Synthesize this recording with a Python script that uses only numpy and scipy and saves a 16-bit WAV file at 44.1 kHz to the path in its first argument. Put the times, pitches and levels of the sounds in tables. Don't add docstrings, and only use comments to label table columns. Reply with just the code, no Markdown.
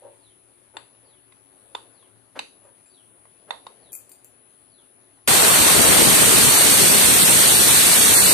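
import sys
import numpy as np
from scipy import signal
from scipy.fft import rfft, irfft, next_fast_len
from scipy.io import wavfile
from scipy.ndimage import uniform_filter1d

SR = 44100
rng = np.random.default_rng(int(sys.argv[2]) if len(sys.argv) > 2 else 0)


def gain_from_db(level_db):
    decades = np.asarray(level_db, float) / 20
    return 10 ** decades


def store_pcm(level_fs):
    pcm = np.round(np.clip(level_fs, -1, 1) * 32767).astype(np.int16)
    wavfile.write(sys.argv[1], SR, np.atleast_2d(pcm).T)


N = 367379

# pitch_hz, level_db (per Hz)
AIR_COLOUR = [(30, -40), (60, -13), (100, -7.5), (200, -4), (290, -7.5), (370, -2), (450, -6), (520, -1),
              (1050, -6), (2500, -10), (5500, -16), (9400, -20.5)]
# pitch_hz, level_db
AIR_TREBLE = [(9400, 0), (10550, 0), (10800, -32), (11800, -30), (12300, -21), (14200, -20), (14300, -30)]
# pitch_hz, likeness (-1 to 1)
AIR_LIKENESS = [(60, 0.81), (150, 0.96), (380, 0.8), (950, 0.036), (2380, 0.023), (5970, -0.15),
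                (15000, 0.85)]
# pitch_hz, left_minus_right_db
AIR_LEAN = [(60, -8.5), (130, 8), (290, 11.5), (640, 1.5), (1410, 1), (3090, 0.5), (6810, -1), (15000, 46)]
# centre_s, rise_db, length_s
STIRRINGS = [(.14, 4, .12), (.9, 2, 0.22), (1.82, 8.5, 0.23), (2.54, 3, .1), (3.2, 2, 0.28),
             (3.72, 9.5, 0.29), (4.3, 3, 0.4), (5.1, 2.5, 0.36)]
# pitch_hz, width_hz, level_db
FAN_DRONES = [(111.8, 13, -69.5), (70.4, 14, -80), (368.4, 45, -71.5), (275.4, 34, -71.5)]
# multiple (times 100.02 Hz), level_db
WHINE_PARTIALS = [(98, -72), (99, -69), (99.5, -81), (100, -59), (100.5, -80), (101, -58.5), (102, -69),
                  (103, -79)]
# start_s, length_s, peak_db, brightness_db, peak_place (0 to 1)
SCRAPES = [
    (0.014, .13, -49, -5, .15),
    (1.001, 0.17, -66, -1, .5),
    (0.734, 0.044, -50.5, 2, 0.4),
    (2.35, 0.048, -41, 14, 0.24),
    (2.578, .18, -62, 4, 0.48),
    (3.472, .03, -49.5, 6, 0.8),
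]
# pitch_hz, width_hz, level_db
HOLLOW_BODY = [(375, 33, -2), (522, 70, 3), (824, 110, -2.5), (1080, 390, -16), (2200, 1500, -28)]
# start_s, level_db, stretch (times)
BIRD_CALLS = [(.155, -75, 1), (1.01, -76, 1), (1.901, -74, 0.92), (2.86, -71.5, 0.9), (3.761, -72, 1),
              (4.66, -71.5, 1)]
# start_s, peak_db, left_minus_right_db, brightness_db
COUNTER_KNOCKS = [
    (0.768, -19.5, 3, 0.5),
    (0.949, -48, 1.5, 7),
    (1.322, -43, 2.0, 9),
    (1.749, -14.5, 0, 2),
    (2.027, -48, 0, -2),
    (2.074, -46, -2, -12),
    (2.391, -13, 1, 11.5),
    (3.253, -42, -3, -14),
    (3.506, -13, -1, 3.5),
    (3.666, -23.5, 4, 0),
]
# pitch_hz, level_db, fall_by_60_db_s
COUNTER_MODES = [(563, -20, .025), (1036, 7.5, 0.012), (1466, 0, 0.0086), (1945, -0.5, 0.011),
                 (2690, 2.5, 0.0061), (3660, 0.5, 0.018), (4300, -3.5, 0.0056), (6230, -8, 0.0044),
                 (7600, -8, 0.011), (9720, -12, 0.01)]
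# start_s, peak_db, left_minus_right_db, thud_db, ring_db
METAL_TOUCHES = [(2.6394, -50, 13, 11, -6), (2.8604, -48, 3, 20, 0), (3.921, -31, 5.5, -4, 3),
                 (3.9303, -26, 11, -3, 0), (3.9361, -29.5, 8, 2, 8), (3.9516, -23, 6, 2, 2),
                 (3.961, -36, 3, 0, -5), (3.973, -43, 3, -2, -2), (4.0936, -36, 15, -2, -6),
                 (4.0965, -42, 9.0, -2, 0), (4.117, -33.5, 7, 3, 5.5), (4.2455, -33, 6, -4, -4)]
# pitch_hz, level_db, fall_by_60_db_s
METAL_MODES = [(2480, -14, .05), (4750, -18, .03), (6950, -18, .12), (7500, -8, .22), (8710, -8, .08),
               (9520, -4, .1), (10160, -4, .1), (11500, -12, .05), (13150, -6, .15), (14200, -2, .14)]
# pitch_hz, level_db (per Hz)
JET_COLOUR = [(60, -64), (110, -13), (300, -24.5), (700, -15.5), (1500, -13.5), (3200, -9), (4600, -7),
              (6400, -8), (7500, -6), (8500, 1), (9500, -3.5), (10700, -9.5), (12000, -8.5), (14000, -13.5)]
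# pitch_hz, level_db
JET_LEFT_COLOUR = [(2000, 3.5), (5000, -0.5), (7000, -2.5), (8400, -5), (9700, 3), (11000, 3.5),
                   (14000, 3.5)]
# pitch_hz, likeness (-1 to 1)
JET_LIKENESS = [(60, -0.07), (150, -0.01), (380, -0.069), (950, -0.23), (2380, 0.059), (5970, 0.26),
                (15000, -0.054)]
# pitch_hz, level_db (per Hz)
BUFFET_COLOUR = [(30, -39), (60, -36), (110, 9), (200, -2), (380, -1), (700, -3), (1500, -7), (3000, -12.5),
                 (6000, -18)]
# time_s, level_db
DRAUGHT_LEVEL = [(5.29, -27), (6.1, -24), (6.8, -26), (7.5, -27), (8.33, -28)]
# pitch_hz, fall_by_60_db_s
ROOM_DECAY = [(250, 0.41), (700, 0.27), (2000, 0.24), (4000, 0.31), (8000, 0.38), (14000, 0.15)]
# pitch_hz, level_db
PORT_COLOUR = [(25, -28), (60, -0.5), (4680, 0.5), (4800, -3), (5100, -4), (5600, -2), (6100, -0.5)]
# pitch_hz, level_db
RIGHT_BASS_CUT = [(60, -29), (300, -23), (400, -13), (480, 1)]
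# pitch_hz, level_db
TOP_EDGE = [(14230, 0), (14300, -18), (14430, -18), (14520, -50), (15500, -54), (15800, -80)]
# pitch_hz, level_db
SILENT_BELOW = [(1200, -30), (1900, -7), (3000, -3.5), (4600, -3), (4820, -4), (4880, -.5), (5060, -.5),
                (5200, -8), (6300, -6), (8000, -8), (11000, -12), (12500, -12.5), (13600, -11), (14250, -8),
                (14300, -60)]


def evened(x):
    return x / np.sqrt(np.mean(x ** 2) + 1e-20)


def read(points, hz):
    f, value = np.transpose(points)
    return np.interp(np.log(hz + 1), np.log(f + 1), value)


def sides(pan_db):
    return gain_from_db(np.array([[pan_db / 2], [-pan_db / 2]]))


def add(mix, start_s, sound):
    part = mix[:, round(start_s * SR):][:, :sound.shape[1]]
    part += sound[:, :part.shape[1]]


def drift(count, shape=()):
    coarse = signal.resample(rng.standard_normal((*shape, count)), 4096, axis=-1)
    place = np.linspace(0, 4095, N)
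    return np.apply_along_axis(lambda v: np.interp(place, np.arange(4096), v), -1, coarse)


def resonate(x, hz, width):
    r = np.exp(-np.pi * width / SR)
    return 2 * signal.lfilter([1 - r], [1, -r * np.exp(2j * np.pi * hz / SR)], x).real


def noise(field_db, likeness, patchy_db, flicker_db, size=1024, skip=0):
    hop = size // 4
    hz = np.fft.rfftfreq(size, 1 / SR)[:, None]
    t = (skip + np.arange((N - skip) // hop + 5) * hop) / SR
    a, b, c, d, patches = rng.standard_normal((len(t), len(hz), 5)).T
    patches = uniform_filter1d(patches, size=size // 80, axis=0)
    patches = evened(uniform_filter1d(patches, size=8, axis=1))
    flicker = evened(uniform_filter1d(rng.standard_normal(len(t)), size=3))
    same = np.clip(read(likeness, hz), -1, 1)
    left = a + 1j * b
    right = same * left + np.sqrt(1 - same ** 2) * (c + 1j * d)
    level_db = field_db(hz, t) + patchy_db * patches + flicker_db * flicker
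    z = np.array([left, right]) * gain_from_db(level_db)
    out = evened(signal.istft(z, nperseg=size, noverlap=size - hop)[1][:, :N - skip])
    return np.pad(out, ((0, 0), (skip, 0)))


def ring(modes, thin_db):
    t = np.arange(SR // 3) / SR
    out = np.zeros(len(t))
    for hz, db, t60 in modes:
        level_db = db + thin_db * (hz > 2000) - 60 * t / t60
        out += gain_from_db(level_db) * np.sin(2 * np.pi * hz * t)
    return out / abs(out).max()


def room(x):
    taps = np.zeros((2, SR // 2))
    at = np.arange(100, SR // 2 - 20, 20) + rng.integers(0, 20, (2, (SR // 2 - 101) // 20))
    np.put_along_axis(taps, at, rng.choice([-1., 1.], at.shape), 1)
    hz, t, z = signal.stft(taps, SR, nperseg=256)
    dying = gain_from_db(-60 * t / read(ROOM_DECAY, hz)[:, None])
    tail = signal.istft(z * dying, SR, nperseg=256)[1]
    return signal.fftconvolve(x, tail / np.linalg.norm(tail[0]), axes=1)[:, :N]


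def air():
    murmur_db, hiss_db, hiss_follows = -1.5, -1.3, 0.32

    def field_db(hz, t):
        stir_db = sum(db * np.exp(-((t - s) / length) ** 2) for s, db, length in STIRRINGS)
        low = np.clip(np.log2(1400 / (hz + 1)), 0, 1) * np.clip(np.log2(hz / 150 + 1e-9), 0, 1)
        lean_db = read(AIR_LEAN, hz) / 2
        shape_db = read(AIR_COLOUR, hz) + read(AIR_TREBLE, hz)
        shape_db = shape_db + low * (murmur_db + stir_db)
        shape_db = shape_db + (hz > 1400) * (hiss_db + hiss_follows * stir_db)
        return shape_db + np.array([lean_db, -lean_db - read(RIGHT_BASS_CUT, hz)])

    wash = gain_from_db(-57 + 3.0) * evened(noise(field_db, AIR_LIKENESS, patchy_db=1.5, flicker_db=0.4))
    drones = np.zeros(N)
    for hz, width, db in FAN_DRONES:
        fuzz = resonate(rng.standard_normal(N), hz, width)
        drones += gain_from_db(db) * evened(resonate(fuzz, hz, width))
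    return wash + drones * gain_from_db([[4], [3]])


def whine():
    mains_beat_hz, level_db, pan_db = 100.02, -59, 11
    fade_db, slip_rad = 2.6, 1.0
    t, out = np.arange(N) / SR, np.zeros((2, N))
    for multiple, db in WHINE_PARTIALS:
        fade, slip = drift(count=18, shape=(2, 2))
        tone = np.sin(2 * np.pi * multiple * mains_beat_hz * t + slip_rad * slip)
        out += gain_from_db(db - fade_db * fade ** 2) * tone
    return evened(out) * gain_from_db(level_db) * sides(pan_db)


def scuffs():
    ends_db, flatness = -26, 2.4
    out = np.zeros((2, N))
    for start, length, peak_db, bright_db, place in SCRAPES:
        t = np.arange(start, start + length, 1 / SR)
        away = np.interp(t - start, [0, np.clip(place, .05, .99) * length, length], [1, 0, 1])
        db = peak_db + ends_db * away ** flatness
        grip = evened(uniform_filter1d(rng.standard_normal(len(t)), size=200))
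        rub = rng.standard_normal(len(t)) * gain_from_db(2.8 * grip)
        damping = np.clip(gain_from_db(bright_db + 6.0), 1, 5)
        body = np.zeros(len(t))
        for hz, width, level_db in HOLLOW_BODY:
            damped_hz = min(1.5 * damping * width, hz)
            hollow = resonate(resonate(rub, hz, damped_hz), hz, damped_hz)
            body += gain_from_db(level_db + bright_db * (hz > 1000)) * evened(hollow)
        sound = gain_from_db(db) * evened(body) * signal.windows.tukey(len(t), .1)
        add(out, t[0], sound * gain_from_db([[3], [1]]))
    return out + gain_from_db(-2) * room(out)


def bird():
    call_s, top_hz, fall_oct_per_s = .21, 5770, 5.8
    peak_db, ends_db, flatness = 1, -26, 3.4
    out = np.zeros((2, N))
    for s, db, stretch in BIRD_CALLS:
        t = np.arange(0, call_s, 1 / SR / stretch)
        hz = top_hz * 2 ** (-fall_oct_per_s * t)
        shape_db = peak_db + ends_db * abs(2 * (t / call_s) ** 1.25 - 1) ** flatness
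        flutter, wobble = signal.resample(rng.standard_normal((2, 36)), len(t), axis=1)
        loudness = gain_from_db(db + shape_db + 7.1 * np.tanh(flutter))
        whistle = loudness * np.sin(2 * np.pi * np.cumsum(hz * (1 + 0.0177 * wobble)) / SR)
        add(out, s, whistle * signal.windows.tukey(len(t), .2) * gain_from_db([[2], [3]]))
    return out + gain_from_db(1) * room(out)


def knocks():
    bounce_s, bounce_s_per_db = .0025, .000015
    near, far = np.zeros((2, 2, N))
    for s, db, pan_db, bright_db in COUNTER_KNOCKS:
        contacts = rng.standard_normal((2, 500)) * (rng.random(500) < .15)
        blow = .55 * contacts * np.exp(-np.arange(500) / 160)
        blow[:, 0] += 1
        blow[:, int(np.clip((bounce_s + bounce_s_per_db * db) * SR, 1, 499))] += .9
        spot = [(hz * rng.uniform(.96, 1.04), level_db + 2 * rng.standard_normal(), t60)
                for hz, level_db, t60 in COUNTER_MODES]
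        body = ring(spot, bright_db)
        body[:3] += [.3, -.18, -.12]
        sound = signal.fftconvolve(blow, body[None], axes=1)
        sound = gain_from_db(db) * sides(pan_db) * sound / abs(sound).max()
        add(near, s + 0.00078, sound)
        add(far, s + .0008, gain_from_db(-3) * sound * np.exp(-np.arange(sound.shape[1]) / 70))
    no_rumble = signal.butter(N=3, Wn=260, btype="high", fs=SR, output="sos")
    return signal.sosfilt(no_rumble, near + room(far))


def jingles():
    out, t = np.zeros((2, N)), np.arange(SR // 3) / SR
    bright = signal.butter(N=2, Wn=[7800, 15500], btype="band", fs=SR, output="sos")
    for s, db, pan_db, thud_db, ring_db in METAL_TOUCHES:
        dull_db = 1.3 * max(thud_db, 0)
        touch = []
        for hz, level_db, t60 in METAL_MODES:
            weight_db = min(thud_db, 6) * (hz < 5000) - dull_db * (hz > 8000)
            touch.append((hz, level_db + weight_db + 4 * rng.standard_normal(), t60))
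        tick = 1.5 * min(gain_from_db(0.55 * (db + 27)), 1) * np.exp(-t / 0.00083)
        fizz = signal.sosfilt(bright, rng.standard_normal((2, len(t))))
        fizz = fizz * (tick + 0.2 * np.exp(-t / 0.004))
        sound = gain_from_db(ring_db - 5.5) * ring(touch, 0) + gain_from_db(-dull_db) * fizz
        add(out, s, gain_from_db(db) * sides(pan_db) * sound)
    return out + gain_from_db(-3.5) * room(out)


def steam():
    lift_s, rise_s, leak_db = 5.2745, 0.0026, -30
    back_off_s = 0.72
    jet_db, jet_near_db = -15, -1.2
    treble_pan_db, treble_pan_near_db = -0.24, -2.5
    reach_db, reach_near_db = -4.5, 8.5
    t, shut = np.arange(N) / SR, 5 * SR
    gust_db = 1.37 * drift(count=150)

    def near(s):
        return np.exp(-np.maximum(s - lift_s, 0) / back_off_s)

    def jet_field_db(hz, s):
        high = np.clip(np.log2(hz / 4000 + 1e-9), 0, 1)
        treble_db = (treble_pan_db + treble_pan_near_db * near(s)) * high
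        left_db = read(JET_LEFT_COLOUR, hz) + 1.6 * treble_db
        return read(JET_COLOUR, hz) + np.array([left_db, -.3 * treble_db])

    mids_db = reach_db + reach_near_db * near(t) - 1.7 * gust_db

    def buffet_field_db(hz, s):
        mids = np.clip(np.log2(hz / 350 + 1e-9), 0, 1)
        return read(BUFFET_COLOUR, hz) + np.interp(s, t, mids_db) * mids

    jet = noise(jet_field_db, JET_LIKENESS, patchy_db=0.98, flicker_db=-0.27, size=512, skip=shut)
    buffet = noise(buffet_field_db, [(100, 0)], patchy_db=1.5, flicker_db=0.1, size=512, skip=shut)
    draught_s, draught_db = np.transpose(DRAUGHT_LEVEL)
    buffet_db = np.interp(t, draught_s, draught_db) + gust_db
    both = gain_from_db(jet_db + jet_near_db * near(t) + 3.5) * jet
    both = both + gain_from_db(buffet_db + 10) * buffet * gain_from_db([[0], [-30]])
    opening = np.clip((t - lift_s) / rise_s, 0, 1)
    leak = gain_from_db(leak_db) * np.clip((t - lift_s + 0.0052) / 0.0069, 0, 1) ** 2
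    return both * np.maximum(opening, leak)


def scene():
    return air() + whine() + scuffs() + bird() + knocks() + jingles() + steam()


def blanked(x):
    hz, _, z = signal.stft(x, SR, nperseg=1024, noverlap=768)
    power = uniform_filter1d((abs(z) ** 2).mean(0), size=4, axis=0)
    power = uniform_filter1d(power, size=8, axis=1)
    mean_db = 10 * np.log10(power[(hz > 4000) & (hz < 14000)].mean(0) + 1e-20)
    limit_db = read(SILENT_BELOW, hz)[:, None] + mean_db + .29 * (mean_db + 38)
    limit_db = limit_db + .7 * signal.resample(rng.standard_normal(90), len(mean_db))
    chance = rng.standard_normal(np.array(power.shape) // 4 + 1)
    chance = evened(uniform_filter1d(chance, size=3, axis=1))
    chance = np.kron(chance, np.ones((4, 4)))[:len(hz), :len(mean_db)]
    limit_db = limit_db - 1.5 + 3.8 * chance
    under_db = limit_db - 10 * np.log10(power + 1e-20)
    keep = 1 / (1 + gain_from_db(np.clip(30 * under_db, -99, 50)))
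    return signal.istft(z * keep, SR, nperseg=1024, noverlap=768)[1][:, :N]


def roll_off(x):
    return signal.sosfilt(signal.butter(12, 15580, fs=SR, output="sos"), x)


def record(dry):
    size = next_fast_len(N + SR // 2)
    hz = np.fft.rfftfreq(size, 1 / SR)
    colour_db = read(PORT_COLOUR, hz) + np.array([0 * hz, read(RIGHT_BASS_CUT, hz)])
    heard = irfft(rfft(dry, size) * gain_from_db(colour_db), size)
    over = np.maximum(abs(heard) - .6, 0)
    limited = heard - np.sign(heard) * (over - .3 * np.tanh(over / .3))
    edged = irfft(rfft(limited) * gain_from_db(read(TOP_EDGE, hz)), size)[:, :N]
    return roll_off(blanked(edged))


dry = scene()
out = record(dry)
store_pcm(out)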